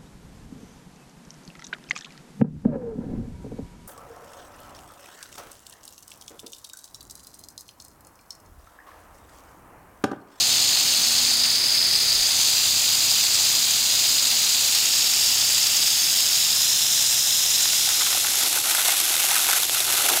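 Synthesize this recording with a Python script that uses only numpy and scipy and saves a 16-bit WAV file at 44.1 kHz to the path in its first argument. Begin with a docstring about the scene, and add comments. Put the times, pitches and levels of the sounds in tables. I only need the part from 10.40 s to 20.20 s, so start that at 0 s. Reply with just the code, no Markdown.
"""A garden hose jet hisses over a lawn, close to the microphone, while a dog chases the spray.
The hiss is droplet patter, recoloured as the nozzle comes round from the side towards straight ahead.
Near the end the jet splatters on the dog's muzzle in clumps of drops and gurgles through mouth resonances.
Spent water patters softly on the grass; far off an engine hums in three wavering sine lines.
Low neighbourhood air and a light breeze on the microphone are shaped noise."""
import sys
import numpy as np
from scipy import signal
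from scipy.fft import rfft, irfft, next_fast_len
from scipy.io import wavfile
from scipy.ndimage import uniform_filter1d, map_coordinates

SR = 44100
rng = np.random.default_rng(int(sys.argv[2]) if len(sys.argv) > 2 else 0)


def put_to_file(sound):
    """Save the sound as 16-bit audio at rate SR, in the file named by the first command-line argument."""
    columns = np.atleast_2d(sound).T  # one column per channel
    safe = np.clip(columns, -1, 1)
    whole_steps = np.round(safe * 32767)
    wavfile.write(sys.argv[1], SR, whole_steps.astype(np.int16))


N = 432180  # samples, 9.8 s


def amp(db):
    """Decibels to a linear gain."""
    return 10 ** (np.asarray(db) / 20)


def unit(x):
    """x at rms 1."""
    return x / np.sqrt(np.mean(x ** 2) + 1e-20)


def along(points, hz):
    """Interpolate (frequency [Hz], value) points on a log frequency axis."""
    f, v = np.transpose(points)
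    return np.interp(np.log(hz + 1), np.log(f + 1), v)


def curve(rows, t):
    """Interpolate (time [s], value) rows at times t."""
    times, values = np.transpose(rows)
    return np.interp(t, times, values)


def wobble(rate):
    """A smooth random curve, rate knots a second."""
    knots = rng.standard_normal(int(N * rate / SR) + 4)
    return map_coordinates(knots, [np.arange(N) * rate / SR])


def swell(t, middle, length):
    """A rounded hump of height 1, at half height over the given length."""
    return .5 ** (np.abs(2 * (t - middle) / length) ** 3)


def swelling(rest_db, rows):
    """A gain that rests at one level and rises in (middle [s], length [s], level [dB]) swells."""
    t = np.arange(N) / SR
    power = sum((amp(db) * swell(t, middle, length)) ** 2 for middle, length, db in rows)
    return np.sqrt(amp(rest_db) ** 2 + power)


def filtered(x, response):
    """x times a complex response of frequency."""
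    m = next_fast_len(N + SR // 2)
    return irfft(rfft(x, m) * response(np.fft.rfftfreq(m, 1 / SR)), m)[:N]


def coloured(x, spectrum):
    """x shaped by (frequency [Hz], relative level [dB]) points, at rms 1."""
    return unit(filtered(x, lambda hz: amp(along(spectrum, hz))))


def resonant(x, modes):
    """x through (frequency [Hz], width [Hz], relative level [dB]) resonances of alternating sign, at rms 1."""
    def response(f):
        total = 0
        for k, (centre, width, db) in enumerate(modes):
            damping = 1j * f * width
            total = total + (-1) ** k * amp(db) * damping / (centre * centre - f * f + damping)
        return total
    return unit(filtered(x, response))


def bell(hz, centre_hz, width):
    """A smooth bump of height 1."""
    return 1 / (1 + .5 * ((hz - centre_hz) / width) ** 2) ** 2


def patter(rate, spread_db, share):
    """Droplet impacts of scattered size, carrying a share of the power, on smooth noise."""
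    landing = rng.random(N) < rate / SR
    size = amp(spread_db * np.clip(rng.standard_normal(N), -2, 2))
    hits = landing * rng.choice([-1, 1], N) * size
    share = np.clip(share, 0, 1)
    return np.sqrt(share) * unit(hits) + np.sqrt(1 - share) * rng.standard_normal(N)


def bubbles(rate, pitch_hz, spread, cycles):
    """Small air pockets ring briefly with rising pitch, at rms 1 overall."""
    count = int(rate * N / SR)
    start = rng.integers(0, N, count)[:, None]
    pitch, size = rng.standard_normal((2, count, 1))
    n = np.arange(SR // 60)
    turns = pitch_hz * np.exp(spread * pitch) * n / SR
    decay = amp(4 * np.clip(size, -2, 2) - 60 * turns / cycles)
    ring = decay * np.sin(2 * np.pi * turns * (1 + .1 * turns / cycles))
    return unit(np.bincount((start + n).ravel(), ring.ravel(), N)[:N])


def patches(shape, size):
    """A random time-frequency field of rms 1, smooth over size = (bins, frames)."""
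    field = rng.standard_normal(shape)
    for axis in (0, 1, 0, 1):
        field = uniform_filter1d(field, size[axis], axis)
    return unit(field)


# low air of the neighbourhood: (frequency [Hz], relative level [dB])
AIR_SPECTRUM = [(20, -14), (40, -11), (55, -1), (68, -4), (110, -2), (170, -3), (300, -9), (500, -18),
                (1500, -40), (8000, -90)]
# far engine: (line [Hz], resting level before its flutter [dB])
ENGINE_LINES = [(97.2, -57), (128.5, -57), (243, -60)]
# one line of the hum swells and fades: (middle [s], length [s], line [Hz], level before flutter [dB])
ENGINE_SWELLS = [(0.035, 1.07, 128.5, -53), (.85, 0.72, 243, -47), (2.3, 1.6, 97.2, -51),
                 (2.9, 0.99, 128.5, -51.5), (3.85, 0.32, 243, -52), (5, .5, 97.2, -52),
                 (5.5, .7, 128.5, -57), (6.7, 1.1, 128.5, -51.5), (6.702, 1, 97.2, -60)]
AIR_DB, AIR_DB_PER_S = -51, -0.48  # level at the start, slow change
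BREEZE_DB, PUFF_S, PUFF_LENGTH_S, PUFF_DB = -68, 1.76, .17, -49  # steady level; one puff: middle, length, level
LULL_S, LULL_LENGTH_S = 8.63, 1.1  # everything in the background sinks once: middle, length
LULL_DB, AIR_LULL_DB = -12, -0.5  # change of hum and breeze, change of the air


def outdoors():
    """Low neighbourhood air, a far engine's wavering lines and breeze on the microphone."""
    t = np.arange(N) / SR
    lull = swell(t, LULL_S, LULL_LENGTH_S)
    air_db = AIR_DB + AIR_DB_PER_S * t + AIR_LULL_DB * lull
    air = amp(air_db) * coloured(rng.standard_normal(N), AIR_SPECTRUM)
    gust = swelling(BREEZE_DB, [(PUFF_S, PUFF_LENGTH_S, PUFF_DB)])
    breeze_spectrum = [(15, -8), (35, 0), (70, -6), (200, -30), (800, -90)]
    breeze = gust * coloured(rng.standard_normal(N), breeze_spectrum)
    engine = 0
    for hz, rest_db in ENGINE_LINES:
        own_swells = [(middle, length, db) for middle, length, line_hz, db in ENGINE_SWELLS
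                      if abs(line_hz / hz - 1) < .12]
        phase = 2 * np.pi * np.cumsum(hz + 1.7 * wobble(9)) / SR
        flutter = amp(1.3 * wobble(3.09))
        engine = engine + swelling(rest_db, own_swells) * flutter * np.sin(phase)
    return air + amp(LULL_DB * lull) * (engine + breeze)


# the soft turf: (frequency [Hz], relative level [dB])
TURF_SPECTRUM = [(60, -30), (170, -4), (310, -1), (450, -5), (760, 0), (1050, -6), (1400, -5), (2500, -18),
                 (6000, -50), (16000, -90)]
# where the nozzle points, also for the jet: (time [s], aim [0 = off to the side, 1 = straight ahead])
NOZZLE_AIM = [(0, 0), (.75, 0.09), (2.3, 0.38), (4.6, 0.54), (6.1, 0.83), (8, 0.81)]
# water that hits the dog, also for the splash and the jet: (time [s], share [0-1])
DOG_CONTACT = [(7.1, 0.02), (7.55, 0.29), (7.85, 0.85), (8.03, .55), (8.12, 0.93), (9.8, 0.95)]
LAWN_DB, LAWN_AHEAD_DB = -42.5, -7  # level with none on the dog: aimed aside, change when aimed ahead


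def lawn():
    """Spent water lands softly on the grass; the share that hits the dog never gets there."""
    t = np.arange(N) / SR
    reaching = np.sqrt(np.clip(1 - curve(DOG_CONTACT, t), 0, 1))
    level = amp(LAWN_DB + LAWN_AHEAD_DB * curve(NOZZLE_AIM, t))
    return reaching * level * coloured(patter(rate=900, spread_db=1, share=0.21), TURF_SPECTRUM)


# single fat drops: (time [s], relative level of tick and ring [dB], level of the duller, longer slap [dB])
FAT_DROPS = [(1.927, -8, -48), (7.2565, 1, -38), (7.333, -9, -26), (7.4898, 5, -30), (7.6194, 1, -24),
             (7.665, -6, -22), (7.729, -1, -24), (7.7744, 0, -31), (7.8694, 0, -30), (8.054, -1, -30),
             (8.165, 5, -35), (8.184, -1, -35), (8.2633, -10, -29), (8.459, 2, -27), (8.4904, 0, -22),
             (8.766, 6, -37), (8.9072, 3, -36), (8.975, 0, -32), (9.0677, 1, -39), (9.1296, 1, -31),
             (9.2327, 6, -48), (9.2445, 0, -50), (9.2847, -3, -46), (9.296, 5, -52), (9.4038, 6.5, -38)]
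DROP_HZ, DROP_SPREAD = 3550, .06  # ring pitch and its log scatter


def fat_drops():
    """Each fat drop is a tick, a very short ring and a duller, longer slap, with no bass."""
    out, t = np.zeros(N + SR), np.arange(SR // 20) / SR
    slap_band = signal.butter(2, [750, 3200], "band", fs=SR, output="sos")
    no_bass = signal.butter(3, 500, "high", fs=SR, output="sos")
    for s, db, slap_db in FAT_DROPS:
        hz = DROP_HZ * np.exp(DROP_SPREAD * rng.standard_normal())
        # each part falls 60 dB in the seconds given
        tick = 0.25 * rng.standard_normal(len(t)) * amp(-60 * t / 0.0059)
        ring = 0.37 * np.sin(2 * np.pi * hz * t) * amp(-60 * t / 0.005)
        slap = unit(signal.sosfilt(slap_band, rng.standard_normal(len(t)))) * amp(-60 * t / 0.035)
        out[round(s * SR):][:len(t)] += amp(db - 6.5) * (tick + ring) + amp(slap_db) * slap
    return signal.sosfilt(no_bass, out[:N])


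# wet gurgling bursts as the dog meets the jet, first a paw splash, then bites:
# (start [s], length [s], gurgle added to the resting gurgle [dB])
GURGLE_BURSTS = [(7.467, 0.05, -32), (7.607, 0.0052, -25.5), (7.649, 0.12, -37.5), (7.84, .02, -32),
                 (7.986, 0.085, -35), (8.13, 0.066, -36), (8.24, 0.15, -35.5), (8.378, 0.17, -33.5),
                 (8.56, 0.53, -37), (8.891, 0.077, -36), (9.085, 0.11, -32), (9.315, 0.13, -37.5),
                 (9.47, 0.31, -33)]
GURGLE_DB = -38  # resting gurgle between bursts, in full contact
ATTACK_S, RELEASE_S = .012, 0.017  # of each burst


def burst_lift(t):
    """dB by which the bursts lift the gurgle: each rises fast, holds and falls."""
    gain = 0
    for start, length, db in GURGLE_BURSTS:
        end = start + length
        corners = [start - ATTACK_S / 2, start + ATTACK_S / 2, end, end + RELEASE_S]
        gain = gain + amp(db - GURGLE_DB) * np.interp(t, corners, [0, 1, 1, 0])
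    return 10 * np.log10(1 + gain ** 2)


# water bursting on fur: (frequency [Hz], relative level [dB])
FUR_SPECTRUM = [(300, -60), (1200, -30), (1900, -12.5), (2700, -4), (3150, -5), (3600, 2), (4300, -1),
                (4900, -4), (5900, -.3), (8400, -.8), (9500, -3.5), (10500, .5), (13100, -2),
                (13950, -12.5), (14600, -7.5)]
# resonances of the open mouth: (frequency [Hz], width [Hz], relative level [dB])
MOUTH_MODES = [(364, 140, -51), (776, 220, 3), (1162, 330, 4), (1450, 315, 8), (2140, 420, 0)]
# the muzzle slips out of the jet: (middle [s], length [s], dip [dB])
MUZZLE_MISSES = [(7.83, .09, 1.5), (8.11, .04, 2.5), (8.215, .05, 3), (9.2, .025, 2.5), (9.27, .045, 4.5),
                 (9.315, .035, 3.5)]
# water reaches deep into the mouth: (middle [s], length [s], level in full contact [dB])
DEEP_FILLS = [(8.052, .06, -39), (9.55, 0.18, -41), (9.7, 0.14, -33)]
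FIZZ_DB, SLAP_DB, THROAT_DB = -22, -31, -45  # full contact, between bursts and fills
FIZZ_FOLLOWS, SLAP_FOLLOWS = .12, 0.29  # dB gained per dB of gurgle
MISS_GURGLE = 2  # the gurgle dips this many times as deep


def splash():
    """Water bursts on the dog in clumps of drops and rings in the open mouth."""
    t = np.arange(N) / SR
    lift_db = burst_lift(t)
    miss_db = sum(db * swell(t, middle, length) for middle, length, db in MUZZLE_MISSES)
    contact = np.sqrt(np.clip(curve(DOG_CONTACT, t), 0, 1))
    clumps = amp(1.5 * wobble(220) + .6 * wobble(45))
    drops = clumps * patter(rate=1700, spread_db=5, share=.6)
    fizz = amp(FIZZ_DB + FIZZ_FOLLOWS * lift_db - miss_db) * coloured(drops, FUR_SPECTRUM)
    # the heavier the gurgle, the harder the slap on lips and tongue
    sparkle = bubbles(rate=430, pitch_hz=2970, spread=0.23, cycles=5.2)
    lips = resonant(drops + .5 * sparkle, [(2670, 450, -4.0), (3690, 350, 10.5)])
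    slap = amp(SLAP_DB + SLAP_FOLLOWS * lift_db - miss_db) * lips
    pockets = bubbles(rate=110, pitch_hz=1310, spread=0.52, cycles=14.0)
    gurgle_db = GURGLE_DB + lift_db - MISS_GURGLE * miss_db
    gurgle = amp(gurgle_db) * resonant(drops + 0.21 * pockets, MOUTH_MODES)
    throat_drops = patter(rate=150, spread_db=2.0, share=0.57)
    throat = resonant(throat_drops, [(329, 79, -2.2), (784, 220, -1.5)])
    deep = swelling(THROAT_DB, DEEP_FILLS) * throat
    return contact * (fizz + slap + gurgle + deep)


# colour of the jet turned away: (frequency [Hz], change [dB])
AWAY_COLOUR = [(400, 6), (750, -5.5), (1900, 1.5), (2800, -4.5), (4800, -1.5), (6600, -6), (7500, -6.5),
               (9500, 3), (14300, 0), (15300, 4)]
# interference nulls that hold while the hand keeps one pose: (start [s], end [s], frequency at start [Hz],
# frequency at end [Hz], width [Hz], depth [dB], rise when swung away [Hz])
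POSE_NULLS = [(-.3, 2, 5710, 5620, 150, 13, 30), (2, 4.3, 5560, 5450, 170, 9, 0),
              (2.1, 4.4, 6300, 6150, 150, 4.5, 0), (4.4, 6.2, 5980, 5900, 160, 8.5, 0),
              (4.4, 6.2, 4230, 4290, 180, 6, 0), (6.2, 7.2, 4560, 4470, 190, 13, 0),
              (7.2, 8, 4480, 4520, 180, 8, 0), (6.1, 7.05, 2300, 2300, 280, 3.5, 0),
              (-.3, 2, 7600, 7400, 200, 4, 0), (2.2, 6.2, 9100, 8950, 240, 3.5, 0),
              (-.3, 1.9, 10380, 10400, 330, 8.5, 100), (2, 7.5, 10200, 9950, 300, 3, 0),
              (-.3, 4.4, 11800, 11600, 470, 7.5, 1150), (4.4, 6.1, 11500, 11400, 470, 3.5, 0),
              (-.3, 1.7, 13900, 14000, 330, 5, 400)]
POSE_S = 0.14  # time the hand takes to change pose
PEAK_HZ, PEAK_AHEAD_HZ, PEAK_SWING_HZ = 4360, 940, 300  # a bright band: aside, rise ahead, rise swung away
PEAK_DB, PEAK_AHEAD_DB, PEAK_SWING_DB = 3.5, -3, 4.5  # its height: aside, change ahead, change swung away
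PEAK_WIDTH_HZ = 315
HAND_MS, HAND_AHEAD_MS = 1.04, -0.582  # echo off the hand: delay aside, change ahead
HAND_ECHO = 0.11  # echo strength straight ahead


def aim_colour(hz, t, aim, swing):
    """dB of the peak, nulls and hand echo that slide through the hiss as the nozzle is aimed."""
    peak_hz = PEAK_HZ + PEAK_AHEAD_HZ * aim + PEAK_SWING_HZ * swing
    peak_db = PEAK_DB + PEAK_AHEAD_DB * aim + PEAK_SWING_DB * swing
    db = swing * along(AWAY_COLOUR, hz) + peak_db * bell(hz, peak_hz, PEAK_WIDTH_HZ)
    for start, end, start_hz, end_hz, width, depth_db, rise_hz in POSE_NULLS:
        held = np.clip(.5 + np.minimum(t - start, end - t) / POSE_S, 0, 1)
        null_hz = np.interp(t, [start, end], [start_hz, end_hz]) + rise_hz * swing
        db = db - depth_db * held * bell(hz, null_hz, width)
    delay_s = (HAND_MS + HAND_AHEAD_MS * aim) / 1000
    comb = 1 + HAND_ECHO * aim * np.cos(2 * np.pi * hz * delay_s)
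    return db + 20 * np.log10(np.abs(comb))


# basic colour of the hiss: (frequency [Hz], relative level [dB])
HISS_SPECTRUM = [(120, -49), (430, -30), (800, -22.5), (1600, -19.5), (2200, -14.5), (2650, -11.5),
                 (3200, -8.5), (4100, -3), (5000, -2), (6000, -6), (7300, -6.5), (9000, -11.5),
                 (12000, -14), (14800, -14)]
SWING_S, SWING_LENGTH_S = 1.38, 0.82  # the jet is swung away and back once: middle, length
HISS_DB, HISS_AHEAD_DB = -20.5, -1.37  # unblocked, 3.5-8 kHz: aimed aside, change when aimed ahead
HISS_BLOCKED_DB = 1  # lift of what still flies free, as the dog cuts the stream short
MIST_DB, MIST_AHEAD_DB, MIST_SWING_DB = -32.5, 4, -2.5  # fine mist, 9-15.5 kHz: aside, change ahead, swung away


def jet():
    """The stream tears into droplets whose dense patter is the hiss."""
    spray = patter(rate=3400, spread_db=4.5, share=.35)
    spray = unit(spray * amp(.6 * wobble(190) + .15 * wobble(35)))
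    hz, t, z = signal.stft(spray, SR, nperseg=512)
    hz = hz[:, None]
    # each size of droplet comes in its own little bursts
    z = z * amp(1.3 * patches(z.shape, size=(14, 1)))
    # the small cavity at the microphone has its own fixed colour
    cavity_db = 3 * bell(hz, 6610, 710) + 3 * bell(hz, 750, 110) + 2 * bell(hz, 2700, 170)
    aim, swing = curve(NOZZLE_AIM, t), swell(t, SWING_S, SWING_LENGTH_S)
    gain = amp(along(HISS_SPECTRUM, hz) + cavity_db + aim_colour(hz, t, aim, swing))

    def band_rms(band):
        return np.sqrt(np.mean(gain ** 2 * band, axis=0))

    blocked = np.clip(curve(DOG_CONTACT, t), 0, 1)
    hiss_db = HISS_DB + HISS_AHEAD_DB * aim + HISS_BLOCKED_DB * blocked
    mist_db = MIST_DB + MIST_AHEAD_DB * aim + MIST_SWING_DB * swing
    # hiss and mist each keep their own level, whatever the colour does
    hiss = amp(hiss_db) / band_rms((hz > 3500) & (hz < 8000))
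    mist = amp(mist_db) / band_rms((hz > 9000) & (hz < 15500))
    fine = along([(7500, 0), (9500, 1)], hz)  # crossover from hiss to mist
    free = np.sqrt(1 - blocked)
    z = z * gain * free * (hiss * (1 - fine) + mist * fine)
    return signal.istft(z, SR, nperseg=512)[1][:N]


def scene():
    """Garden, dog and hose at one microphone."""
    return (outdoors() + lawn() + fat_drops() + splash() + jet())[None]


TOP_HZ = 15780  # nothing passes above


def record(dry):
    """The microphone's treble droops and ends at its band limit."""
    droop = [(14900, 0.5), (15750, -7)]  # (frequency [Hz], gain [dB])
    return filtered(dry[0], lambda hz: amp(along(droop, hz)) * (hz < TOP_HZ))[None]


dry = scene()
out = record(dry)
put_to_file(out)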